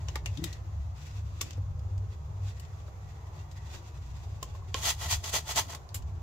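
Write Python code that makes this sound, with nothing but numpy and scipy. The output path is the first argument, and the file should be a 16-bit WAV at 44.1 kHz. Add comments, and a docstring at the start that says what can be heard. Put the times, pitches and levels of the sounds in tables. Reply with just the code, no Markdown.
"""Stiff leaves and grit click and a rubber glove groans as hands tend a pot of succulents under a shelter.
A plastic scoop trickles soil and knocks on the pot. Near the end it is pushed into the gritty soil
four times, each a light draw and a hard thrust, then drawn once more; the grit makes scoop and pot ring.
Distant traffic rumbles and hums beneath a faint hiss; the near walls answer clicks, knocks and soil."""
import sys
import numpy as np
from scipy import signal
from scipy.fft import rfft, irfft, next_fast_len
from scipy.io import wavfile
from scipy.ndimage import uniform_filter1d, map_coordinates

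SR = 44100
rng = np.random.default_rng(int(sys.argv[2]) if len(sys.argv) > 2 else 0)


def dump_mix(stems):
    """Bounce the given channels to the path in sys.argv[1] as a 16-bit WAV at rate SR."""
    frames = np.atleast_2d(stems).T  # one column per channel
    limited = np.clip(frames, -1, 1)  # hard clip at full scale
    pcm = np.round(limited * 32767).astype(np.int16)
    wavfile.write(sys.argv[1], SR, pcm)


N = 274302

# the high notes at which scoop and pot ring: f/Hz, width/Hz, level/dB
HIGH_RINGS = [(1923, 98, -2.5), (2540, 24, -10), (2970, 68, -13), (3120, 55, -4.5), (3350, 70, -10),
              (3420, 110, -2), (4160, 150, -5.5), (4790, 110, -5), (6270, 150, 0), (6720, 80, -1.5),
              (7450, 100, -4)]


def amp(db):
    """Turn decibels into a factor to multiply by."""
    return 10 ** (np.asarray(db) / 20)


def unit(x):
    """Scale a signal to an average power of 1."""
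    return x / np.sqrt(np.mean(x ** 2) + 1e-20)


def along(points, hz):
    """Read between (f/Hz, value) points, with every octave equally wide."""
    f, values = np.transpose(points)
    return np.interp(np.log(hz + 1), np.log(f), values)


def curves(rows):
    """Turn each column after the time into a curve with one value per sample."""
    times, *columns = np.transpose(rows)
    return [np.interp(np.arange(N) / SR, times, column) for column in columns]


def during(rows):
    """1 from a table's first time to its last and 0 outside, with soft edges."""
    t = np.arange(N) / SR
    return uniform_filter1d(1. * (t > rows[0][0]) * (t < rows[-1][0]), size=300)


def wobble(rate):
    """A smooth curve through `rate` random values a second."""
    return map_coordinates(rng.standard_normal(int(N * rate / SR) + 4), [np.arange(N) * rate / SR])


def gestures(rows, fall_db_per_s):
    """Two loudness curves from rows of t/s, hold/s, rise/(dB/s) and two levels/dB; the loudest row leads."""
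    gains = np.zeros((2, N))
    for start, hold, rise, *db in rows:
        t = np.arange(N) / SR - start
        drop_db = rise * np.maximum(-t, 0) + fall_db_per_s * np.maximum(t - hold, 0)
        gains = np.maximum(gains, amp(db)[:, None] * amp(-np.minimum(drop_db, 200)))
    return gains


def add(track, start_s, sound):
    """Mix a sound into a track at a given time."""
    start = max(round(start_s * SR), 0)
    track[:, start:start + sound.shape[1]] += sound[:, :N - start]


def filtered(x, response):
    """Multiply each frequency in x by response(frequency)."""
    n = x.shape[-1]
    padded = next_fast_len(n + 8192)
    return irfft(rfft(x, padded) * response(np.fft.rfftfreq(padded, 1 / SR)), padded)[..., :n]


def coloured(x, spectrum, size=1024):
    """Give x a tone colour without smearing any sound ahead of a hit."""
    hz = np.fft.rfftfreq(size, 1 / SR)
    cepstrum = irfft(np.log(amp(along(spectrum, hz))))
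    cepstrum[1:size // 2] *= 2  # fold the filter's early half onto its late half
    cepstrum[size // 2 + 1:] = 0
    pulse = irfft(np.exp(rfft(cepstrum)))
    return signal.fftconvolve(x, pulse[None] / np.linalg.norm(pulse), axes=1)[:, :x.shape[1]]


def resonate(x, rings):
    """Let x ring an object whose notes are rows of f/Hz, width/Hz, level/dB."""
    return filtered(x, lambda f: sum(amp(db) * 1j * f * width / (hz * hz - f * f + 1j * f * width)
                                     for hz, width, db in rings))


def spread(pair, likeness):
    """Blend two unrelated signals into left and right; likeness 1 is the same in both ears, 0 unrelated."""
    turn = lambda hz: np.arccos(np.clip(along(likeness, hz), -1, 1)) / 2
    mid, side = filtered(pair, lambda hz: np.array([np.cos(turn(hz)), np.sin(turn(hz))]))
    return unit(np.array([mid + side, mid - side]))


def rush(spectrum, likeness):
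    """Steady stereo noise with a given tone colour."""
    noise = rng.standard_normal((2, N))
    return spread(filtered(noise, lambda hz: amp(along(spectrum, hz))), likeness)


def patchy(x, depth_db):
    """Narrow bands of pitch swell and fade on their own, like many far sources."""
    bands = signal.stft(x, nperseg=2048)[2]
    swells = uniform_filter1d(rng.standard_normal(bands.shape[1:]), size=3, axis=0)
    swells = unit(uniform_filter1d(swells, size=11, axis=1))
    hz = np.fft.rfftfreq(2048, 1 / SR)[:, None]
    gain = amp(depth_db * swells / (1 + (hz / 3500) ** 2))  # the treble stays steadier
    return unit(signal.istft(bands * gain, nperseg=2048)[1][:, :N])


def grains(rate, scatter_db):
    """Tiny hits of random size, about `rate` a second, at a steady average power."""
    chance = np.clip(rate / SR, 1e-4, 1)
    sizes = amp(scatter_db * np.clip(rng.standard_normal((2, N)), -2, 2))
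    signs = rng.choice([-1, 1], (2, N))
    hits = rng.random((2, N)) < chance
    return unit(sizes * signs * hits / np.sqrt(chance))


def echoes(x, echo_db, count=8):
    """Pot, table and wall send back a few weak, quick copies that colour the sound."""
    out = x.copy()
    for delay, left, right in rng.random((count, 3)):
        lag = int((.002 + .016 * delay) * SR) + 1
        out[:, lag:] += amp(echo_db) * np.sign([[left - .5], [right - .5]]) * x[:, :-lag]
    return out


def walls(x):
    """The shelter answers with a blur of echoes in which low notes last longest."""
    # time the echo takes to fade by 60 dB: f/Hz, fade/s
    fade_times = [(200, 0.83), (1000, 0.12), (4000, 0.13), (14000, 0.084)]
    hz, t, bands = signal.stft(rng.standard_normal((2, SR // 3)), SR, nperseg=256)
    fade = amp(-60 * t / along(fade_times, hz)[:, None])
    tail = signal.istft(bands * fade, SR, nperseg=256)[1]
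    tail = np.pad(tail, ((0, 0), (100, 0)))  # the echo arrives a moment later
    return signal.fftconvolve(x, tail / np.linalg.norm(tail[0]), axes=1)[:, :x.shape[1]]


def traffic():
    """Distant traffic makes a swelling rumble and one wavering engine note."""
    # tone colour of the rumble: f/Hz, level/dB
    rumble_colour = [(12, -49.5), (20, -32), (33, -13.5), (48, -21), (63, -0.5), (82, 0.5), (105, -6),
                     (117, -12), (127, -11), (145, -9.5), (175, -26.5), (260, -34), (500, -89)]
    # how the rumble and the engine hum swell and fade: t/s, level/dB
    rumble_levels = [(0.0, -43.5), (0.07, -36.5), (0.66, -43.5), (0.8, -33.5), (1.05, -45.5), (1.25, -37),
                     (1.52, -45.5), (1.63, -36.5), (3.07, -46), (3.72, -42), (3.88, -50.5), (3.95, -40.5),
                     (4.99, -41.5), (5.15, -33), (5.23, -41.5), (5.89, -48), (6.03, -35.5), (6.22, -39.5)]
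    hum_levels = [(0.0, -60), (0.03, -39), (0.26, -55), (0.29, -29), (0.42, -44.5), (0.69, -41),
                  (0.73, -34.5), (1.11, -61), (1.16, -35.5), (1.49, -58), (1.59, -32), (1.73, -42.5),
                  (2.03, -31), (2.18, -53), (2.46, -30.5), (2.55, -44), (3.83, -51), (4.36, -41.5),
                  (5.68, -49), (5.84, -67), (5.96, -37), (6.22, -55)]
    rumble_db, = curves(rumble_levels)
    hum_db, = curves(hum_levels)
    rumble = rush(rumble_colour, likeness=[(30, 0.92), (130, 1.0), (260, 0.67)])
    deep = filtered(rumble, lambda hz: 1 / (1 + (hz / 108) ** 12))
    upper = rumble - deep
    deep /= np.sqrt(np.abs(uniform_filter1d(deep[0] ** 2, size=3000)) + 0.11)  # even out chance swells
    upper_db = -40.5 + 0.37 * (rumble_db - rumble_db.mean())  # swells less than the deep part
    engine_hz = 98.3 + 1.467 * wobble(4.8)
    hum = amp(hum_db + 2.5) * np.sin(2 * np.pi * np.cumsum(engine_hz) / SR)
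    return (deep * amp(rumble_db + 1.1) + upper * amp(upper_db) + hum) * amp([[.25], [-.25]])


def open_air():
    """Open air hisses faintly and a little unevenly."""
    # tone colour of the hiss: f/Hz, level/dB
    hiss_colour = [(110, -48), (180, -5), (260, -11), (340, -1.5), (500, -4), (780, -1), (1150, -3),
                   (1500, -12.5), (2050, -15), (2600, -21.5), (5000, -24.5), (6900, -19), (7800, -31),
                   (9000, -40.5), (12000, -31), (15500, -35)]
    # how alike the hiss is in both ears: f/Hz, likeness
    hiss_likeness = [(200, 1), (640, 0.47), (1400, -0.31), (3000, -0.025), (15000, 0.14)]
    # slow drift of the hiss: t/s, level/dB
    hiss_levels = [(0, -55), (.8, -57), (2.2, -57.5), (2.8, -55.5), (3.7, -55), (4.4, -57.5), (5.8, -56),
                   (6.22, -57)]
    hiss = patchy(rush(hiss_colour, hiss_likeness), depth_db=2.5)
    hiss_db, = curves(hiss_levels)
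    return hiss * amp(hiss_db + 0.48 * wobble(11))


def glove():
    """Rubber sticks and slips on the plant; every second slip differs, which adds the octave below."""
    # the groan of the dragging glove: t/s, f/Hz, level/dB
    drag = [(.36, 202.3, -61), (.38, 253, -40.5), (.397, 322, -31), (.409, 319, -60), (.423, 316, -31),
            (.44, 370, -40.5), (.46, 318, -36.5), (.485, 272, -61)]
    hz, db = curves(drag)
    phase = 2 * np.pi * np.cumsum(hz * (1 + 0.035 * wobble(99.8))) / SR
    groan = np.sin(phase) + amp(1.5) * np.sin(phase / 2) + amp(-31) * np.sin(2 * phase)
    return groan * amp(db - 2.5) * during(drag) * amp([[2.5], [-3.5]])


def knocks():
    """A blunt hit gives a dull thud and rings one short, hollow note."""
    # hand and scoop hitting pots and table: t/s, level/dB, ring f/Hz, thud level/dB
    hits = [ (0.085, -43, 1023, 1), (0.1562, -33.5, 1194, -11), (.158, -34.5, 876, 4.5),
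            (.26, -42.5, 700, 1), (1.414, -40.5, 1150, -20), (1.577, -45, 282, 3.5), (2.881, -47.5, 316, 4),
            (3.743, -48, 376, 7), (4.427, -32, 1056, -3.5), (4.549, -45.5, 1077, 3),
            (4.622, -43.5, 1083, -9), (4.745, -27, 1072, 0.5), (5.339, -41, 446, 12),
            (5.581, -23, 893, -21), (5.747, -41.5, 1100, 9)]
    # tone colour of the thud: f/Hz, level/dB
    thud_colour = [(120, -12), (300, -6), (480, -3), (620, -2), (800, -8.5), (1400, -11.5), (3000, -36.5)]
    ring_fade_s, thud_fade_s = 0.06, 0.051
    track, t = np.zeros((2, N)), np.arange(SR // 3) / SR
    for start, db, hz, thud_db in hits:
        ring = amp(-60 * t / ring_fade_s) * np.sin(2 * np.pi * hz * t) * (1 - np.exp(-t / 0.0012))
        thud = coloured(rng.standard_normal((1, len(t))) * amp(-60 * t / thud_fade_s), thud_colour)
        sound = amp(db - 0.5) * (ring + amp(thud_db - 5.5) * thud) * np.ones((2, 1))
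        add(track, start, sound + amp(-13.5) * walls(sound))
    return track


def clicks():
    """A sharp first touch and a few milliseconds of clatter ring the thing that was touched."""
    # clicks of leaves, grit and scoop:
    # t/s, level/dB, treble level/dB, left over right/dB, clatter length/s, ring f/Hz, ring level/dB
    touches = [ (0.0836, -34.5, -23, 4, 0.0039, 3050, -7.5), (0.156, -30.5, -6.5, 1.5, 0.0032, 1930, 0.5),
               (0.259, -31.5, -6.5, 3, .0032, 2700, 2.5), (0.373, -44, -16, 5.5, 0.0019, 3440, 6.5),
               (0.4398, -27, -2, 4, 0.0031, 3530, -9.5), (0.528, -41.5, -6, 3, .004, 3800, 1),
               (1.4108, -26.5, -18, 4, .0014, 3030, -12), (1.4138, -25.5, -0.5, -1, 0.0022, 5950, -2),
               (1.507, -37.5, -13, 1, 0.0026, 3000, -24), (1.53, -44.5, -25, 6, 0.004, 3340, -13),
               (1.793, -52, -9, 0, .003, 3180, -10), (1.978, -48.5, -12, 3, 0.0035, 3600, -18),
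               (2.597, -43.5, -2, 3, .0035, 2830, -14), (2.65, -55, -18, 11, .005, 3500, -3),
               (3.513, -47.5, -8, 1, 0.011, 3950, -8), (4.4282, -30, -5.5, 0.5, 0.0023, 3080, -17),
               (4.743, -25.5, -22, -1.5, 0.0024, 2870, 0), (5.24, -31.5, -20, 5, .003, 3420, -25),
               (5.559, -22.5, -3.5, 1, 0.0066, 6400, -17), (5.748, -35, -2, -1, 0.0031, 3440, -7),
               (5.89, -54, -16, -1, 0.0012, 4530, 8), (5.944, -27.5, 1, 1, 0.013, 7230, 0.5),
               (6.022, -48, -10, 1, 0.0067, 6440, -10)]
    # tone colours of a click's snap and of its bright tick: f/Hz, level/dB
    snap_colour = [(300, -1.5), (1000, -4.5), (1800, -5), (3000, 1.5), (3900, -1), (5200, 0.5), (7400, 1.5),
                   (8700, -23), (15000, -21.5)]
    tick_colour = [(4000, -59), (7500, 10), (9000, 2), (11500, 10.5), (15500, 3.5)]
    clatter_rise_s, first_touch = 0.00074, 0.21
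    track, t = np.zeros((2, N)), np.arange(SR // 3) / SR
    for start, db, treble_db, pan_db, length, ring_hz, ring_db in touches:
        force = np.exp(-t / length) * (1 - np.exp(-t / clatter_rise_s))
        clatter = rng.standard_normal((2, len(t))) * (rng.random(len(t)) < .15) * force
        blow = 1.185 * clatter / np.linalg.norm(clatter, axis=1, keepdims=True)
        blow[:, 0] += first_touch  # reaches both ears at once
        ring = resonate(blow, [(ring_hz, 0.22 * ring_hz, 0)])
        ring *= amp(ring_db) / np.linalg.norm(ring[0])
        snap = coloured(blow, snap_colour) + amp(treble_db) * coloured(blow, tick_colour) + ring
        sound = snap + walls(amp(-7) * snap + amp(-19) * ring)
        add(track, start, amp(db + 15) * sound * amp([[pan_db / 2], [-pan_db / 2]]))
    return track


def trickle():
    """Loose crumbs patter among the leaves in little clumps and faintly ring scoop and pot."""
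    # crumbs sliding off the scoop, gloves brushing leaves: t/s, hold/s, patter level/dB, ring level/dB
    spills = [ (.01, 0.15, -61.5, -73), (0.274, 0.19, -58, -75), (0.444, 0.041, -50, -54.5),
              (0.496, .06, -61, -60), (.76, 0.15, -70, -80), (0.997, 0.21, -58.5, -79),
              (1.06, 0.052, -56.5, -74), (1.258, 0.21, -66.5, -85), (1.39, 0.14, -57, -76),
              (2.125, 0.021, -67.5, -78), (2.444, 0.051, -56, -83), (2.52, 0.21, -69, -73),
              (2.744, .14, -66, -81), (3.1, 0.021, -59.5, -69), (3.013, 0.96, -76, -74.5),
              (3.365, .04, -61.5, -72), (3.577, 0.021, -59, -62.5), (3.65, .02, -61, -68),
              (3.736, 0.011, -50, -69), (3.825, .07, -60.5, -89), (3.95, 0.12, -65.5, -92),
              (4.122, .02, -58.5, -73), (4.17, 0.077, -58.5, -76), (4.273, 0.15, -63, -92),
              (4.495, 0.079, -60.5, -92), (4.684, 0.077, -64.5, -74)]
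    # tone colour of the patter: f/Hz, level/dB
    patter_colour = [(400, -0.5), (1200, -1.5), (3000, 1.5), (5000, -1.5), (6800, 0), (7800, -5),
                     (8800, -20), (12000, -13), (15500, -19)]
    rise_db_per_s, stray_crumbs_db = 322, -69.5
    rows = [(start, hold, rise_db_per_s, *db) for start, hold, *db in spills]
    flow, contact = gestures(rows, fall_db_per_s=254)
    flow = np.hypot(flow, amp(stray_crumbs_db))  # a few crumbs fall between the spills
    crumbs = grains(rate=1000, scatter_db=4)
    patter = unit(echoes(coloured(crumbs, patter_colour), echo_db=-8)) * flow
    ring = unit(resonate(crumbs, HIGH_RINGS[:2])) * contact
    clumps = amp(0.5 + 2.4 * wobble(45))
    sound = (patter + ring) * clumps
    return sound + amp(-10.5) * walls(sound)


def digging():
    """Grit grinds on the scoop: a harder push makes more grains slip, and they ring scoop and pot."""
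    # light draws and hard thrusts in turn: t/s, hold/s, rise/(dB/s), crunch level/dB, low ring level/dB
    strokes = [ (4.765, .07, 603, -46.5, -49.5), (4.858, 0.047, 328, -31, -40.5),
               (5.016, 0.053, 382, -42, -44), (5.114, 0.021, 520, -30, -43.5),
               (5.241, 0.058, 1300, -42, -48), (5.343, 0.026, 650, -30.5, -36.5),
               (5.494, .022, 484, -37, -40), (5.578, 0.012, 703, -27.5, -33),
               (5.70, 0.036, 453, -47, -45.5)]
    # tone colour of the crunch: f/Hz, level/dB
    crunch_colour = [(200, -15), (400, -24), (1000, 0), (1600, -15), (2300, -3.5), (3300, -1.5),
                     (5000, -1.5), (6800, 0), (7700, -4.5), (8700, -13), (11000, -8), (15000, -11.5)]
    # how alike the grit is in both ears: f/Hz, likeness
    grit_likeness = [(200, 0.87), (700, 0.63), (1400, 0.38), (3100, 0.44), (7000, -0.26)]
    # the low notes at which scoop and pot ring: f/Hz, width/Hz, level/dB
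    low_rings = [(475, 47, -9.5), (702, 79, -1.5), (880, 53, 1), (1035, 74, -2.5), (1283, 46, -5.5),
                 (1970, 32, -1.5)]
    moving = gestures(strokes, fall_db_per_s=481)
    settling = amp(-17) * gestures(strokes, fall_db_per_s=144)  # soil settles behind the blade
    push, press = np.maximum(moving, settling)
    grains_per_s = 1200 + 5000 * push / push.max()
    slips = amp(1.3 * wobble(130))  # the blade catches and frees itself
    grit = lambda: spread(grains(grains_per_s, scatter_db=5), grit_likeness) * slips
    stones = amp(-6.5) * grains(rate=220, scatter_db=3)
    crunch = unit(echoes(coloured(grit() + stones, crunch_colour), echo_db=-7.5)) * push * amp(2)
    high_ring = unit(resonate(grit(), HIGH_RINGS)) * push * amp(-1.6)
    low_ring = unit(resonate(grit(), low_rings)) * press * amp([[-1], [1]])
    sound = crunch + high_ring + low_ring
    return sound + amp(-26) * walls(sound)


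def scene():
    """All the sounds together, left and right."""
    return digging() + trickle() + clicks() + knocks() + glove() + traffic() + open_air()


def record(dry):
    """Cut away the very highest treble."""
    top_hz = 15700
    return filtered(dry, lambda hz: 1 / (1 + (hz / top_hz) ** 120))


dry = scene()
out = record(dry)
dump_mix(out)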